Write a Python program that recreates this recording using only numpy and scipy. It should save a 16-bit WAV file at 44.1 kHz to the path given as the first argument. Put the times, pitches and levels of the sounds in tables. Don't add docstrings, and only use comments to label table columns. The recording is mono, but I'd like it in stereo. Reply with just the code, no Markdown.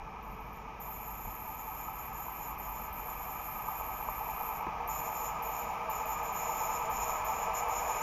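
import sys
import numpy as np
from scipy import signal
from scipy.fft import rfft, irfft, next_fast_len
from scipy.io import wavfile
from scipy.ndimage import uniform_filter1d

SR = 44100
rng = np.random.default_rng(int(sys.argv[2]) if len(sys.argv) > 2 else 0)


def put_to_file(sound):
    columns = np.atleast_2d(sound).T
    safe = np.clip(columns, -1, 1)
    whole_steps = np.round(safe * 32767)
    wavfile.write(sys.argv[1], SR, whole_steps.astype(np.int16))


N = 353858

TURN_S = .2005
# frequency_hz, left_minus_right_db
BALANCE = [(60, 4.5), (400, 3), (880, 2.5), (1100, 0.5), (1330, -7.5), (1400, -6), (1900, -7.5),
           (2400, -23), (3500, -10.5), (5500, -13), (7000, -8.5), (8500, -22), (11000, -14.5),
           (13500, -32.5)]


def from_db(db):
    return 10 ** (np.asarray(db) / 20)


def rms_one(x):
    return x / np.sqrt(np.mean(x ** 2) + 1e-20)


def seconds():
    return np.arange(N) / SR


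def in_time(points):
    return np.interp(seconds(), *np.transpose(points))


def at_hz(points, hz):
    knots, values = np.transpose(points)
    return np.interp(np.log(hz + 1), np.log(knots), values)


def drift(rate_hz):
    knots = rng.standard_normal(2000)
    return np.interp(seconds() * rate_hz, np.arange(len(knots)), rms_one(knots))


def resonances(modes, hz):
    return np.sqrt(sum(from_db(2 * db) * (hz * width) ** 2 / ((f * f - hz * hz) ** 2 + (hz * width) ** 2)
                       for f, width, db in modes))


def stereo_field(pair, response):
    # frequency_hz, coherence_ratio
    coherence = [(60, 0.94), (1000, 0.89), (1320, 0.71), (1400, 0.11), (2100, 0.24), (3000, 0.035),
                 (6200, 0.26), (6900, 1), (7400, 0.29), (9000, .1), (12000, .45), (14000, .1)]
    # frequency_hz, left_lead_rad
    phase_lead = [(60, 0), (450, 0.5), (900, 0.36), (1120, 0.4), (1350, -1), (1800, 2), (2700, 3),
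                  (5500, -2), (6500, -2.5), (7300, -2.5), (10000, -53), (12000, -1), (13500, -1)]
    size, sides = next_fast_len(N + 8192), np.array([[1], [-1]])
    hz = np.arange(size // 2 + 1) * SR / size
    mid, side = rfft(np.array(pair), size) * response(hz)
    alike = np.clip(at_hz(coherence, hz), 0, 1)
    mixed = np.sqrt(1 + alike) * mid + sides * np.sqrt(1 - alike) * side
    phase = np.exp(.5j * sides * at_hz(phase_lead, hz))
    pan = 1 / np.sqrt(1 + from_db(-2 * sides * at_hz(BALANCE, hz)))
    out = irfft(phase * pan * mixed, size)[:, :N]
    return out / np.std(out.mean(axis=0))


def noise(spectrum):
    return stereo_field(rng.standard_normal((2, N)), lambda hz: from_db(at_hz(spectrum, hz)))


def whistle(lines):
    return sum(np.sqrt(2) * from_db(db) * np.sin(2 * np.pi * np.cumsum(hz + wobble * drift(60)) / SR)
               for hz, wobble, db in lines)


def open_air():
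    # frequency_hz, density_db
    air_spectrum = [(3000, 3), (7000, -3), (8300, -1), (10400, 6.5), (14500, -13)]
    return from_db(-82) * noise(air_spectrum)


def far_hums(fade_s=.27, waver_db=1.5):
    # start_s, stop_s, pitch_hz, level_db
    hums = [(-0.3, 1.28, 442.3, -63), (-0.1, 1.4, 51.4, -53.5), (1.3, 6.5, 52.06, -57),
            (1.3, 3.55, 63.7, -61), (1.5, 3.5, 128.1, -64.5), (4, 7.2, 159.8, -66)]
    t, out = seconds(), np.zeros(N)
    for start, stop, hz, db in hums:
        fade = np.clip(np.minimum(t - start, stop - t) / fade_s, 0, 1)
        out += fade * from_db(waver_db * drift(20)) * whistle([(hz, 2, db)])
    return out * from_db([[1.5], [-1.5]])


def damped_mode(age, hz, t60_s):
    onset = 1 - np.exp(-2 * hz * age)
    decay = np.exp(-np.log(1000) * np.minimum(age / t60_s, 10))
    return onset * decay * np.sin(2 * np.pi * hz * age)


def finger_knocks():
    # start_s, level_db, pitch_hz, t60_s, relative_tick_db
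    bumps = [(0.0, -38, 35.7, 0.25, -38), (1.246, -30, 37.6, 0.19, -30), (1.262, -42, 92, 0.29, -20),
             (1.268, -35.5, 204, 0.055, -20), (4.668, -24, 340, 0.02, 1), (4.679, -35, 171, 0.056, -27)]
    # pitch_hz, level_db
    tick_modes = [(1000, -1.5), (1650, -11)]
    out = np.zeros(N)
    for start, db, hz, t60_s, tick_db in bumps:
        age = np.maximum(seconds() - start, 0)
        tick = sum(from_db(tick_db + mode_db) * damped_mode(age, f, t60_s=.016)
                   for f, mode_db in tick_modes)
        out += from_db(db) * (damped_mode(age, hz, t60_s) + tick)
    return out * from_db([[1.5], [-1.5]])


def barrel_clack():
    # centre_s, pitch_hz, level_db, half_length_s
    clack = (7.5523, 7000, -32, .0012)
    centre_s, hz, db, half_s = clack
    offset = seconds() - centre_s
    envelope = from_db(db) * np.exp(-(offset / half_s) ** 2)
    return envelope * np.sin(2 * np.pi * hz * offset) * from_db([[-5], [3]])


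def motor_envelopes(coast_db_per_s=163, idle_db=-18.5, whine_rise_s=.043):
    # start_s, stop_s, effort_db, speed_name
    runs = [(0.226, 0.35, -14, "slow"), (0.402, 0.42, -18, "slow"), (0.463, 0.475, -19, "slow"),
            (0.528, 0.562, -14.5, "slow"), (0.799, 2.064, -0.6, "slow"), (2.13, 2.5, 0, "slow"),
            (2.581, 2.855, -1.2, "slow"), (2.927, 4.57, 0.73, "slow"), (4.877, 5.258, 2.1, "fast"),
            (5.423, 5.633, -1, "fast"), (5.897, 5.98, -2, "fast"), (6.058, 6.132, 0.5, "fast"),
            (6.227, 6.26, -1.5, "fast"), (6.324, 6.798, -0.5, "fast"), (6.899, 7.145, -1.5, "fast"),
            (7.247, 7.43, -2.5, "fast"), (7.536, 7.592, -2, "fast"), (7.683, 8.027, -3.5, "fast")]
    speed_levels = {"slow": (-54, -60.5, -49.5), "fast": (-51, -52.5, -53.5)}
    race_from_s, hiss_fall_db_per_s, rattle_rise_db_per_s = 4.877, .5, 3.5
    t, drive = seconds(), np.zeros((3, N))
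    next_starts = [run[0] for run in runs[1:]] + [N / SR]
    for (start, stop, effort_db, speed), end in zip(runs, next_starts):
        hiss_db, rattle_db, whine_db = speed_levels[speed]
        span = slice(int(start * SR), int(end * SR))
        age, raced_s = np.maximum(t[span] - start, 0), np.maximum(t[span] - race_from_s, 0)
        coast_db = np.maximum(-coast_db_per_s * np.maximum(t[span] - stop, 0), idle_db)
        jerk_db = 3.5 * np.exp(-age / .0078) + 5 * np.exp(-age / .17)
        hiss = from_db(hiss_db + effort_db + coast_db + jerk_db - hiss_fall_db_per_s * raced_s)
        rattle = from_db(rattle_db + effort_db + .88 * coast_db + rattle_rise_db_per_s * raced_s)
        whine = (1 - np.exp(-age / whine_rise_s)) * from_db(whine_db + 2 * effort_db + 1.4 * coast_db)
        drive[:, span] = hiss, rattle, whine
    return uniform_filter1d(drive, size=32, axis=1)


def zoom_motor(barrel_lag_s=.0066, mesh_depth=.084, flutter_db=1.5):
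    # frequency_hz, density_db
    gear_spectrum = [(8500, -68), (9100, -57), (9500, -39), (9900, -49), (10600, -47), (11100, -28),
                     (11900, 4.5), (12450, 11), (13000, 10.5), (13400, 14), (13900, -1), (14400, -1),
                     (15000, -13)]
    barrel_spectrum = [(4000, -20.5), (4850, -36), (5100, -14), (5350, -8), (5650, -15), (6000, -11.5),
                       (6300, -21.5), (6600, 0), (7000, 8.5), (7220, 2), (7420, -33), (8300, -117),
                       (9200, -15), (9700, -29), (10800, -21), (11800, -1.5), (13000, -20.5)]
    # pitch_hz, wobble_hz, level_db
    high_lines = [(12720, 3, 0), (12688, 5, -14), (12815, 8, -11), (12844, 10, -11)]
    lower_lines = [(9941, 14, 0)]
    barrel_lines = [(6491, 18, -15), (6977, 14, -9), (7099, 14, -11)]
    # time_s, level_db
    lower_swell = [(4.75, -100), (5, -75), (5.8, -78), (6.4, -76), (6.6, -69), (7.3, -71), (8, -63)]
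    hiss, rattle, whine = motor_envelopes()
    pole = np.exp(-1 / (barrel_lag_s * SR))
    rattle = signal.lfilter([(1 - pole) ** 2], [1, -2 * pole, pole ** 2], rattle)
    throb = sum(share * np.sin(2 * np.pi * hz * seconds() + .92 * drift(2.06))
                for hz, share in [(32.3, .9), (41, 1), (95.9, .87)])
    load = (1 + mesh_depth * throb) * from_db(flutter_db * drift(40) + 1.2 * drift(4.7))
    ringing = whistle(barrel_lines) * from_db([[-5], [3]])
    lower_gain = from_db(in_time(lower_swell) + 1.3 * drift(8))
    lower_whine = lower_gain * whistle(lower_lines) * from_db([[-12], [5]])
    barrel = rattle * from_db(3 * drift(30) + .36 * drift(330)) * (noise(barrel_spectrum) + ringing)
    gears = (hiss + from_db(-77)) * noise(gear_spectrum)
    high_whine = whine * whistle(high_lines) * from_db([[-25], [5.5]])
    return barrel + load * (lower_whine + gears + high_whine)


def approaching(start_db, loss_db_per_m, start_m=350, speed_m_per_s=14.5):
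    covered_m = speed_m_per_s * seconds()
    return from_db(start_db + loss_db_per_m * covered_m) * start_m / (start_m - covered_m)


def rolling_force(rail_roughness_db=5, blow_db=-3, blow_s=.009, wander_db=.7, jolt_s=.005):
    # first_blow_s, extra_turn_ms, relative_blow_db
    flats = [(.056, .02, -4), (.0785, 0, -1), (.125, -.06, -4), (.152, -.08, -3), (.178, .22, -5)]
    # time_s, extra_force_db
    hard_blows = [(1.886, 5), (3.688, 4), (3.809, 8), (4.089, 5)]
    t, force = seconds(), np.zeros(N)
    for first_s, extra_ms, flat_db in flats:
        turn_s = TURN_S + extra_ms / 1000
        tread = rng.standard_normal(int(turn_s * SR))
        length = int(blow_s * SR)
        blow = rms_one(np.hanning(length) * rng.standard_normal(length))
        tread[:length] += np.sqrt(turn_s / blow_s) * from_db(flat_db + blow_db) * blow
        turn_fraction = (t - first_s + blow_s / 2) / turn_s % 1
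        contact = (turn_fraction * len(tread)).astype(int) % len(tread)
        force += tread[contact] * from_db(wander_db * drift(1.4))
    jolts = 1 + sum(from_db(db) * np.exp(-((t - s) / jolt_s) ** 2) for s, db in hard_blows)
    return jolts * rms_one(rms_one(force) + from_db(rail_roughness_db) * rng.standard_normal(N))


def ground_vibration(rolling, swell_db=1.5):
    # pitch_hz, width_hz, level_db
    ground_modes = [(38.6, 4, -17), (48.2, 23, 9.5), (64.2, 2.7, 3)]
    # time_s, level_db
    boom_levels = [(0, -52.5), (1.2, -57.5), (1.7, -62), (2.3, -56), (3.2, -51.5), (3.7, -56.5),
                   (4.3, -55.5), (4.8, -56), (5.6, -57.5), (6.4, -57), (6.7, -55), (6.95, -49), (7.4, -56),
                   (8, -51)]
    # frequency_hz, density_db
    rumble_spectrum = [(10, -18), (22, -1.5), (40, -6.5), (76, -6), (130, -5), (205, -4), (270, -10.5),
                       (390, -12), (445, -9), (500, -12), (700, -11), (2500, -95)]
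    gain = from_db(in_time(boom_levels) + swell_db * drift(6))
    shaking = [rolling + rng.standard_normal(N), rng.standard_normal(N)]
    boom = stereo_field(shaking, lambda hz: resonances(ground_modes, hz) / (1 + (hz / 85) ** 6))
    return gain * boom + from_db(-52.5) * noise(rumble_spectrum)


def wheel_hiss():
    # frequency_hz, density_db
    wheel_spectrum = [(900, -9.5), (1370, -2.5), (1470, -0.5), (1530, 0), (1580, 4), (1640, -2.5),
                      (1715, 4.5), (1800, -2.5), (2100, 1.5), (2400, 8.5), (2650, -0.5), (3000, -5.5),
                      (3500, -14), (4500, -19.5), (5400, -13.5), (7000, -15), (9000, -100)]
    # start_db, loss_db_per_m
    wheel_path = (-56, 0.063)
    return approaching(*wheel_path) * noise(wheel_spectrum)


def tread_pings(sleeper_gain, rail_gain, sleeper_top_hz=700, fade_db_per_s=.15, wander_db=1.3):
    # first_s, pitch_hz, glide_hz_per_s, half_length_s, level_db
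    pings = [(.0197, 870, -2900, .008, -2.5), (.049, 648, 500, .028, 0.5), (.056, 745, -1700, .012, -9),
             (.0576, 968, 3700, .007, -5), (.063, 468, 500, .026, -2.7), (.081, 985, 0, .007, -3),
             (.085, 1210, 7000, .009, -7), (.086, 874, -400, .021, -1.2), (.111, 774, -400, .022, -4.3),
             (.113, 1280, -2800, .008, -11), (.1225, 950, -6400, .004, -3.5), (.143, 808, -3700, .012, -8),
             (.1477, 917, -11000, .011, -3), (.1914, 1270, -3700, .006, -6),
             (.1973, 874, -4800, .012, -2.2), (.198, 771, 3900, .012, -6), (.199, 474, -300, .026, -2),
             (.213, 975, 2000, .012, -6), (.039, 1118, 1500, .011, -10), (.155, 1235, -3300, .014, -8),
             (.178, 1108, -1500, .012, -12)]
    t, out = seconds(), np.zeros((2, N))
    for first_s, hz, glide, half_s, db in pings:
        offset = (t - first_s + TURN_S / 2) % TURN_S - TURN_S / 2
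        phase = 2 * np.pi * (hz + glide * offset / 2) * offset
        tone = np.sqrt(2) * np.cos(phase + .5 * drift(1.99) + .3 * drift(110))
        level_db = db - fade_db_per_s * t + wander_db * drift(5)
        envelope = np.exp(-(offset / half_s) ** 2) * from_db(level_db)
        pan = np.sqrt(2 / (1 + from_db(-2 * np.array([[1], [-1]]) * at_hz(BALANCE, hz))))
        out += pan * envelope * tone * (sleeper_gain if hz < sleeper_top_hz else rail_gain)
    return out


def track_roar(rolling):
    # pitch_hz, width_hz, level_db
    sleeper_modes = [(423, 29, -0.5), (474.6, 21.5, 6), (616, 27, 5), (652, 21, 6.5), (718, 15, 7.5),
                     (810, 45, 7.5)]
    rail_modes = [(783, 55, -9), (876, 23, -2.5), (890, 60, -6), (958, 23, -4), (997, 34, -4),
                  (1103, 47, -6), (1199, 35, -6), (1244, 50, -6.5), (1315, 49, -3)]
    # start_db, loss_db_per_m
    sleeper_path = (-65, 0.17)
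    rail_path = (-46.5, 0.075)
    # time_s, gain_db
    sleeper_swell = [(0, 2), (2, -2.8), (3.4, -1), (4.3, 0), (5.2, 1), (6.3, -0.2), (7.2, -1.5), (8, -0.5)]
    rail_swell = [(0, 0), (.6, -0.5), (1.1, -0.1), (2.2, 0.3), (3.8, 0), (4.4, 1.2), (5.2, 1.2), (5.8, .3),
                  (6.3, 1.5), (7.2, 0.6), (8, -0.1)]
    sleeper_gain = approaching(*sleeper_path) * from_db(in_time(sleeper_swell))
    rail_gain = approaching(*rail_path) * from_db(in_time(rail_swell))
    force = [rolling, rng.standard_normal(N)]
    sleepers = stereo_field(force, lambda hz: resonances(sleeper_modes, hz)
                            / (1 + (hz / 840) ** 14) / (1 + (370 / (hz + 1)) ** 8))
    rails = stereo_field(force, lambda hz: resonances(rail_modes, hz)
                         / (1 + (hz / 1325) ** 90) / (1 + (690 / (hz + 1)) ** 10))
    roar = from_db(-.5) * sleeper_gain * sleepers + from_db(-3) * rail_gain * rails
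    return roar + tread_pings(sleeper_gain, rail_gain)


def scene():
    camera = finger_knocks() + barrel_clack() + zoom_motor()
    rolling = rolling_force()
    train = ground_vibration(rolling) + wheel_hiss() + track_roar(rolling)
    return open_air() + far_hums() + camera + train


def record(dry, cutoff_hz=14950):
    return signal.sosfilt(signal.ellip(10, .1, 80, cutoff_hz, fs=SR, output="sos"), dry)


dry = scene()
out = record(dry)
put_to_file(out)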